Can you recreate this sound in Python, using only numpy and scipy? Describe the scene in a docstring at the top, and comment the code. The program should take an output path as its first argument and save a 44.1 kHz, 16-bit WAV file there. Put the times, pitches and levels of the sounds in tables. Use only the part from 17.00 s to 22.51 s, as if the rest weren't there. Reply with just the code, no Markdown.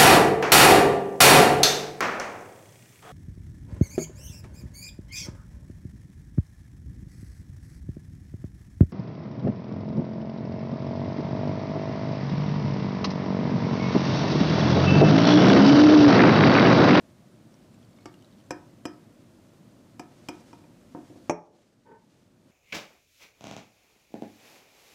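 """A glass measuring cylinder is emptied over chopped onion in a beaker and tapped on the rim to shed the last drops.
Struck glass and wood are sums of dying tones plus a short crack; drops are rising bubble tones in a fine trickle.
The beaker is nudged, the cylinder is stood on the wooden bench with a knock, and a wavering, rasping knife is slid.
Coat sleeves and room air are coloured noise, small sounds echo in the room, and a gain control ducks loud blows."""
import sys
import numpy as np
from scipy import signal
from scipy.fft import irfft, next_fast_len
from scipy.io import wavfile
from scipy.ndimage import uniform_filter1d

SR = 44100
rng = np.random.default_rng(int(sys.argv[2]) if len(sys.argv) > 2 else 0)


def generate_wav(signal):
    """Clip the signal to [-1, 1] and save it as 16-bit WAV at the path in sys.argv[1]."""
    frames = np.transpose(np.atleast_2d(signal))
    scaled = np.clip(frames, -1, 1) * 32767
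    pcm = np.round(scaled).astype(np.int16)
    wavfile.write(sys.argv[1], SR, pcm)


N = 242991
TIME_S = np.arange(N) / SR
POUR_START_S, POUR_FULL_S, POUR_END_S = 0.5, 1.5, 1.48  # the pour stops just before it would reach full flow


def amp(db):
    """Turns decibels into a gain."""
    return 10 ** (np.asarray(db) / 20)


def unit(x):
    """Scales a sound to an average (rms) level of 1."""
    return x / np.sqrt(np.mean(x ** 2) + 1e-20)


def read(points, hz):
    """Reads a table of (frequency, value) along a log-frequency axis."""
    f, value = np.transpose(points)
    return np.interp(np.log(hz + 1), np.log(f + 1), value)


def add(mix, s, sound):
    """Mixes a sound in, starting at s seconds."""
    part = mix[round(s * SR):][:len(sound)]
    part += sound[:len(part)]


def die_away(t, t60):
    """A fade that falls by 60 dB in t60 seconds."""
    return np.exp(-np.log(1000) * t / t60)


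def swell(middle_s, half_s):
    """A smooth rise and fall, 1 at its middle."""
    return np.exp(-((TIME_S - middle_s) / half_s) ** 2)


def noise(spectrum, size):
    """Steady noise of rms 1: every frequency at its table level, each with a random phase."""
    padded = next_fast_len(size, True)
    hz = np.fft.rfftfreq(padded, 1 / SR)
    random_phase = np.exp(2j * np.pi * rng.random(len(hz)))
    return unit(irfft(amp(read(spectrum, hz)) * random_phase, padded)[:size])


def ring(modes, favoured_hz=0, favour_db=0, flip=1):
    """Struck tones dying away; the spot struck favours tones near one frequency."""
    t = np.arange(SR // 3) / SR
    hz, db, t60 = np.transpose(modes)[:, :, None]
    db = db + favour_db * np.exp(-(4 * (favoured_hz / hz - 1)) ** 2)
    # A flip below -1 makes neighbours swing oppositely and each later row a little stronger
    sense = flip ** np.arange(len(modes))
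    return sense @ (amp(db) * die_away(t, t60) * np.sin(2 * np.pi * hz * t))


def crack(spectrum, t60, snap, snap_s, size=8192):
    """A crowd of short tones blurred together: a burst of noise with a sharp front."""
    t = np.arange(size) / SR
    burst = rng.choice([-1., 1.], size) * (die_away(t, t60) + snap * np.exp(-t / snap_s))
    log_gain = np.log(unit(amp(read(spectrum, abs(np.fft.fftfreq(size, 1 / SR))))))
    causal_filter = np.exp(signal.hilbert(log_gain).conj())  # colours the burst without smearing it earlier
    coloured = np.fft.ifft(np.fft.fft(burst) * causal_filter).real
    return unit(coloured) * np.std(burst)  # keeps the energy of the burst


def contact(x, corner_hz):
    """A softer, longer contact excites less treble, so this is a low-pass filter."""
    b, a = signal.butter(2, min(corner_hz, .45 * SR), fs=SR)
    return signal.lfilter(b, a, x)


# Ventilation and microphone hiss. 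Each row: frequency in Hz, relative level in dB.
AIR_COLOUR = [(24, -51), (40, -10), (69, -16.5), (103, 0), (150, -2.5), (247, -0.5), (280, -4.5),
              (359, -6.5), (417, -16), (606, -11.5), (758, -20), (1410, -25), (2270, -29.5), (8110, -35),
              (15500, -43)]


def air(level_db=-54.5):
    """Steady air of a small laboratory, made of coloured noise."""
    return amp(level_db) * noise(AIR_COLOUR, N)


# The colour of rubbing cloth, used for the splash of drops too. Each row: frequency in Hz, relative level in dB.
CLOTH_COLOUR = [(100, 2), (400, 21.5), (1000, 7.5), (2500, 6), (4000, 5), (6500, 3.5), (9000, -2),
                (12000, -10.5), (15500, -14)]
# Arm movements: reaching to steady the beaker, carrying the cylinder across, letting go of it,
# reaching for the knife, drawing back, and a last short rustle.
# Each row: middle in seconds, half length in seconds, level in dB.
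SLEEVE_SWELLS = [(3.363, 0.24, -60.5), (4.122, 0.35, -66), (4.606, 0.13, -56.5), (4.85, 0.33, -64.5),
                 (5.147, 0.15, -63.5), (5.51, 0.073, -64.5)]


def sleeves(rest_db=-71.5, flutter_db=1.5):
    """Cloth brushing on cloth, slightly uneven and never quite still, swelling with each arm movement."""
    flutter = unit(uniform_filter1d(rng.standard_normal(N), size=900))
    power = amp(rest_db) ** 2
    for s, half_s, db in SLEEVE_SWELLS:
        power = power + (amp(db) * swell(s, half_s)) ** 2
    return np.sqrt(power) * amp(flutter_db * flutter) * noise(CLOTH_COLOUR, N)


def flow():
    """Rate of pouring: it builds from 0 almost to 1 as the cylinder tips, then stops."""
    return np.interp(TIME_S, [POUR_START_S, POUR_FULL_S], [0, 1]) * (TIME_S <= POUR_END_S)


# The ticking of the thin stream in the onion. Each row: frequency in Hz, relative level in dB.
TICK_COLOUR = [(800, -16), (1500, -3), (3000, 8), (4500, 8), (7000, -6), (9500, -19.5), (15500, -25)]


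def trickle(ticks_per_s=110, spread_db=5.0, level_db=-78):
    """Fine, irregular ticks of liquid seeping between the pieces, stronger as the flow grows."""
    ticks = (rng.random(N) < ticks_per_s / SR) * amp(spread_db * rng.standard_normal(N))
    tick = crack(TICK_COLOUR, t60=0.014, snap=.5, snap_s=.0005, size=1024)
    seeping = unit(signal.oaconvolve(ticks, tick)[:N])
    return amp(level_db) * flow() * seeping


def small_drips(drips_per_s=45, level_db=-61, spread_db=2.5, bubble_hz=4900, spread_octaves=0.69):
    """Faint drops at random, more often the faster the pour; rows of (start s, level dB, bubble Hz)."""
    times = np.flatnonzero(rng.random(N) < flow() * drips_per_s / SR) / SR
    chance = rng.uniform(-1.07, 1, (len(times), 2))
    return [(s, level_db + spread_db * loud, bubble_hz * 2 ** (spread_octaves * high))
            for s, (loud, high) in zip(times, chance)]


# Single drops falling among the onion, most of them loud.
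# Each row: start in seconds, level in dB, starting bubble pitch in Hz.
SINGLE_DRIPS = [(0.541, -53.5, 5600), (0.743, -56, 7400), (0.828, -59, 3330), (0.963, -63, 5160),
                (1.141, -50, 2820), (1.223, -52, 3000), (1.245, -51, 3900), (1.325, -58, 3830)]


def drips(t60=0.021, rise_per_s=2.6, splash=0.92):
    """Each drop traps a tiny bubble whose pitch rises as it dies, mixed with a splash of noise."""
    out, t = np.zeros(N), np.arange(SR // 20) / SR
    envelope = die_away(t, t60) * (1 - np.exp(-t / 0.00048))  # quick soft start
    for s, db, hz in [*SINGLE_DRIPS, *small_drips()]:
        bubble = np.sin(2 * np.pi * hz * t * (1 + rise_per_s * t / 2))
        wet = bubble + splash * noise(CLOTH_COLOUR, len(t))
        add(out, s, amp(db) * wet * envelope)
    return out


# Tones of the beaker, damped by its contents. Each row: frequency in Hz, relative level in dB,
# time to fall by 60 dB in seconds.
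BEAKER_TONES = [(900, -3.5, 0.055), (945, -5.5, 0.077), (1284, -10.5, 0.13), (1484, -9, 0.034),
                (1760, -36, 0.062), (2050, -42, 0.053), (2396, -4, 0.037), (2480, -8, 0.045),
                (2520, -43, 0.076), (3160, -5.5, 0.013), (3560, -41, 0.031)]
# Tones of the cylinder's wall, held in the hand. Each row: frequency in Hz, relative level in dB,
# time to fall by 60 dB in seconds.
CYLINDER_TONES = [(5028, -18, .13), (5110, -18, .15), (5469, -21, .09), (5593, -22, .1), (6061, -22, .12),
                  (7230, -26, .08), (7650, -21, .04), (8130, -28, .07), (10664, -29, .04),
                  (11620, -34, .05), (13650, -36, .04)]
# Low tones of a tap: the thud of the bench and the hum of the room. Each row: frequency in Hz,
# relative level in dB, time to fall by 60 dB in seconds.
LOW_TONES = [(168, -39, 0.27), (240.7, -18, 0.73), (288, -8.5, 0.27), (306, -1, 0.19), (354.8, -9.5, 0.29),
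             (510, -5, 0.066), (714.4, -9, 0.15), (912, -4.5, 0.067)]
# The crack of a tap, used for the beaker's scuffs too. Each row: frequency in Hz, relative level in dB.
TAP_CRACK_COLOUR = [(100, -17), (250, 8.5), (700, 5), (1400, -1), (2200, -4), (3200, -7), (3900, -18.5),
                    (4700, -12.5), (5400, -1), (6700, -15), (7700, -6), (9000, -21), (15500, -20.5)]
# Cylinder against beaker. Each row: start in seconds, strength in dB, low thud in dB
# relative to the strength, contact corner in Hz, frequency favoured by the spot struck in Hz.
RIM_TAPS = [(0.986, -59, -7, 2980, 2120), (1.0567, -41.5, 1.5, 10300, 1280), (1.5071, -30, 0, 9600, 490),
            (1.8540, -34, 3.5, 11500, 4830), (2.9951, -39, 0, 12300, 740), (3.2864, -34.5, 3, 13500, 2920),
            (3.5297, -49, 2.5, 5070, 940), (3.638, -61, 9.5, 3060, 2460)]


def taps(favour_db=8.0, wet_pitch=0.91, beaker_db=-2.5, cylinder_db=-2, crack_db=1.86):
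    """Each tap rings both glasses and thuds through the beaker into the bench, with the room humming along."""
    out = np.zeros(N)
    for s, db, thud_db, corner_hz, spot_hz in RIM_TAPS:
        # The glass rings lower while the cylinder is still heavy with liquid
        pitch = wet_pitch if s < POUR_FULL_S else 1
        beaker = ring(np.multiply(BEAKER_TONES, [pitch, 1, 1]), spot_hz, favour_db, flip=-1.022)
        cylinder = ring(np.multiply(CYLINDER_TONES, [pitch, 1, 1]), spot_hz, favour_db, flip=-1.145)
        glass = amp(beaker_db) * beaker + amp(cylinder_db) * cylinder
        click = amp(crack_db) * crack(TAP_CRACK_COLOUR, t60=0.04, snap=0.44, snap_s=0.0012)
        thud = ring(LOW_TONES, spot_hz, favour_db)
        add(out, s, amp(db) * contact(glass, corner_hz))
        add(out, s, amp(db) * contact(click, corner_hz))
        add(out, s + 0.00165, amp(db + thud_db) * thud)  # the low tones answer a moment later
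    return out


# The beaker's base bumps and drags on the bench. Each row: start in seconds, thud level in dB,
# scuff level in dB, contact corner in Hz, time for the scuff to fall by 60 dB in seconds.
BEAKER_NUDGES = [(3.949, -34, -44, 1100, 0.18), (3.9738, -39.5, -44, 550, 0.34),
                 (4.101, -40.5, -48, 400, 0.34), (4.158, -43, -49.5, 458, 0.46)]


def nudges():
    """The hand shifts the beaker: dull bumps and short drags with no glassy ring."""
    out, thud = np.zeros(N), ring(LOW_TONES)
    for s, thud_db, scuff_db, corner_hz, t60 in BEAKER_NUDGES:
        scuff = crack(TAP_CRACK_COLOUR, t60, snap=0.11, snap_s=.003)
        add(out, s, amp(thud_db) * contact(thud, corner_hz))
        add(out, s, amp(scuff_db) * contact(scuff, corner_hz))
    return out


# Tones of the cylinder standing on the bench. Each row: frequency in Hz, relative level in dB,
# time to fall by 60 dB in seconds.
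FOOT_TONES = [(172, -10, .36), (279, -2, .16), (344, 3, .23), (430, 1, .25), (498, -2, .14), (596, 0, .13),
              (678, -8, .23), (764, -1, .11), (848, -5, .09), (920, -2, .11), (1006, -14, .18),
              (1108, -18, .22), (1243, -23, .26), (1361, -22, .2), (1598, -24, .22), (2360, -19, .12),
              (2435, -4, .065), (5500, -12, .04), (5577, -15, .16), (6072, -24, .17), (7200, -32, .18),
              (8591, -22, .07), (9598, -33, .06), (11950, -43, .06), (13650, -46, .08)]
# The crack of the foot on the wood. Each row: frequency in Hz, relative level in dB.
FOOT_CRACK_COLOUR = [(30, -15), (100, -21), (300, 4), (800, 8.5), (1300, -9.5), (2500, -13.5), (3700, -36),
                     (4800, -30), (5800, -11.5), (8000, -26), (11000, -31.5), (15500, -58)]
# The cylinder's foot lands and rocks flat. Each row: start in seconds, ring level in dB,
# crack level in dB, contact corner in Hz.
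FOOT_LANDINGS = [(4.2966, -13.5, -8, 8970), (4.3088, -35, -15, 10900)]


def landing():
    """The heavy foot of the cylinder knocks on the wood: ringing tones and a sharp crack."""
    out, foot = np.zeros(N), ring(FOOT_TONES)
    for s, ring_db, crack_db, corner_hz in FOOT_LANDINGS:
        knock = crack(FOOT_CRACK_COLOUR, t60=0.056, snap=0.95, snap_s=0.0027)
        add(out, s, amp(ring_db) * contact(foot, corner_hz))
        add(out, s, amp(crack_db) * contact(knock, corner_hz))
    return out


# Resonances of the knife chattering on the bench. Each row: frequency in Hz,
# average (rms) waver of that frequency in Hz, relative level in dB.
KNIFE_TONES = [(461, 49, 2.5), (868, 14, -1), (934, 33, 3), (1520, 4.6, -7.5), (1810, 27, -13.5),
               (2230, 10, -24)]
# The dry rasp under them. Each row: frequency in Hz, relative level in dB.
RASP_COLOUR = [(100, -4), (480, 3), (730, -16), (900, 0), (1150, -13), (1400, -14), (1800, -15),
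               (2100, -24), (4000, -35), (12000, -60)]


def knife(rasp_db=4.5, start_s=4.848, attack_s=0.021, hold_s=0.087, release_s=0.026, slide_db=-45,
          catch_s=4.918, catch_width_s=0.0082, catch_db=6):
    """Stick and slip keep the knife's tones wavering over a rasp; one stroke, catching once on the way."""
    size = SR // 4
    body = amp(rasp_db) * noise(RASP_COLOUR, size)
    for hz, waver_hz, db in KNIFE_TONES:
        waver = waver_hz * unit(uniform_filter1d(rng.standard_normal(size), size=300))
        phase = 2 * np.pi * np.cumsum(hz + waver) / SR
        body += amp(db) * np.sqrt(2) * np.sin(phase)
    corners_s = np.cumsum([0, attack_s, hold_s, release_s])
    stroke = np.interp(np.arange(size) / SR, corners_s, [0, 1, 1, 0])
    out = np.zeros(N)
    add(out, start_s, stroke * unit(body))
    return amp(slide_db + catch_db * swell(catch_s, catch_width_s)) * out


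# How long the room echoes. Each row: frequency in Hz, time to fall by 60 dB in seconds.
ROOM_DECAY = [(150, 0.38), (400, 0.61), (1200, 0.37), (3000, 0.2), (6000, 0.71), (14000, 0.34)]


def room(x, bass_db, mid_db, treble_db, build_s):
    """Dense reflections that build up, then die at a rate set by frequency."""
    hz, t, grains = signal.stft(rng.choice([-1., 1.], SR // 2), SR, nperseg=256)
    decay = die_away(t, read(ROOM_DECAY, hz)[:, None]) * (1 - np.exp(-(t / build_s) ** 2))
    decay /= np.sqrt(np.mean(decay ** 2, axis=1, keepdims=True) * SR / 2)  # equal energy at each frequency
    colour = amp(read([(250, bass_db), (1800, mid_db), (7000, treble_db)], hz))
    tail = signal.istft(grains * decay * colour[:, None], SR, nperseg=256)[1]
    return signal.fftconvolve(x, tail)[:N]


def scene(low_cut_hz=100, knock_room_db=-4.):
    """Glassware and knife in the room, over cloth and steady air."""
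    b, a = signal.butter(2, low_cut_hz, "high", fs=SR)  # the microphone picks up little deep bass
    small = signal.lfilter(b, a, trickle() + drips() + taps() + nudges() + knife())
    knock = signal.lfilter(b, a, landing())
    into_room = small + amp(knock_room_db) * knock
    echo = room(into_room, bass_db=-11, mid_db=-7.0, treble_db=-24.5, build_s=0.012)
    return (small + knock + echo + sleeves() + air())[None]


def record(dry, threshold_db=-20.0, recover_db_per_s=8.5, edge_hz=15600):
    """Gain control drops at once on a loud blow and creeps back; then the treble is cut off at the edge."""
    power_db = 10 * np.log10(abs(uniform_filter1d(dry[0] ** 2, size=400)) + 1e-12)
    fall = TIME_S * recover_db_per_s
    held_db = np.maximum.accumulate(power_db + fall) - fall  # jumps to each peak, then sinks steadily
    over_db = np.maximum(held_db - threshold_db, 0)
    ducked = dry / amp(uniform_filter1d(over_db, size=60))
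    band_limit = signal.firwin(511, edge_hz, window=("kaiser", 9), fs=SR)
    return signal.oaconvolve(ducked, band_limit[None], "same")


dry = scene()
out = record(dry)
generate_wav(out)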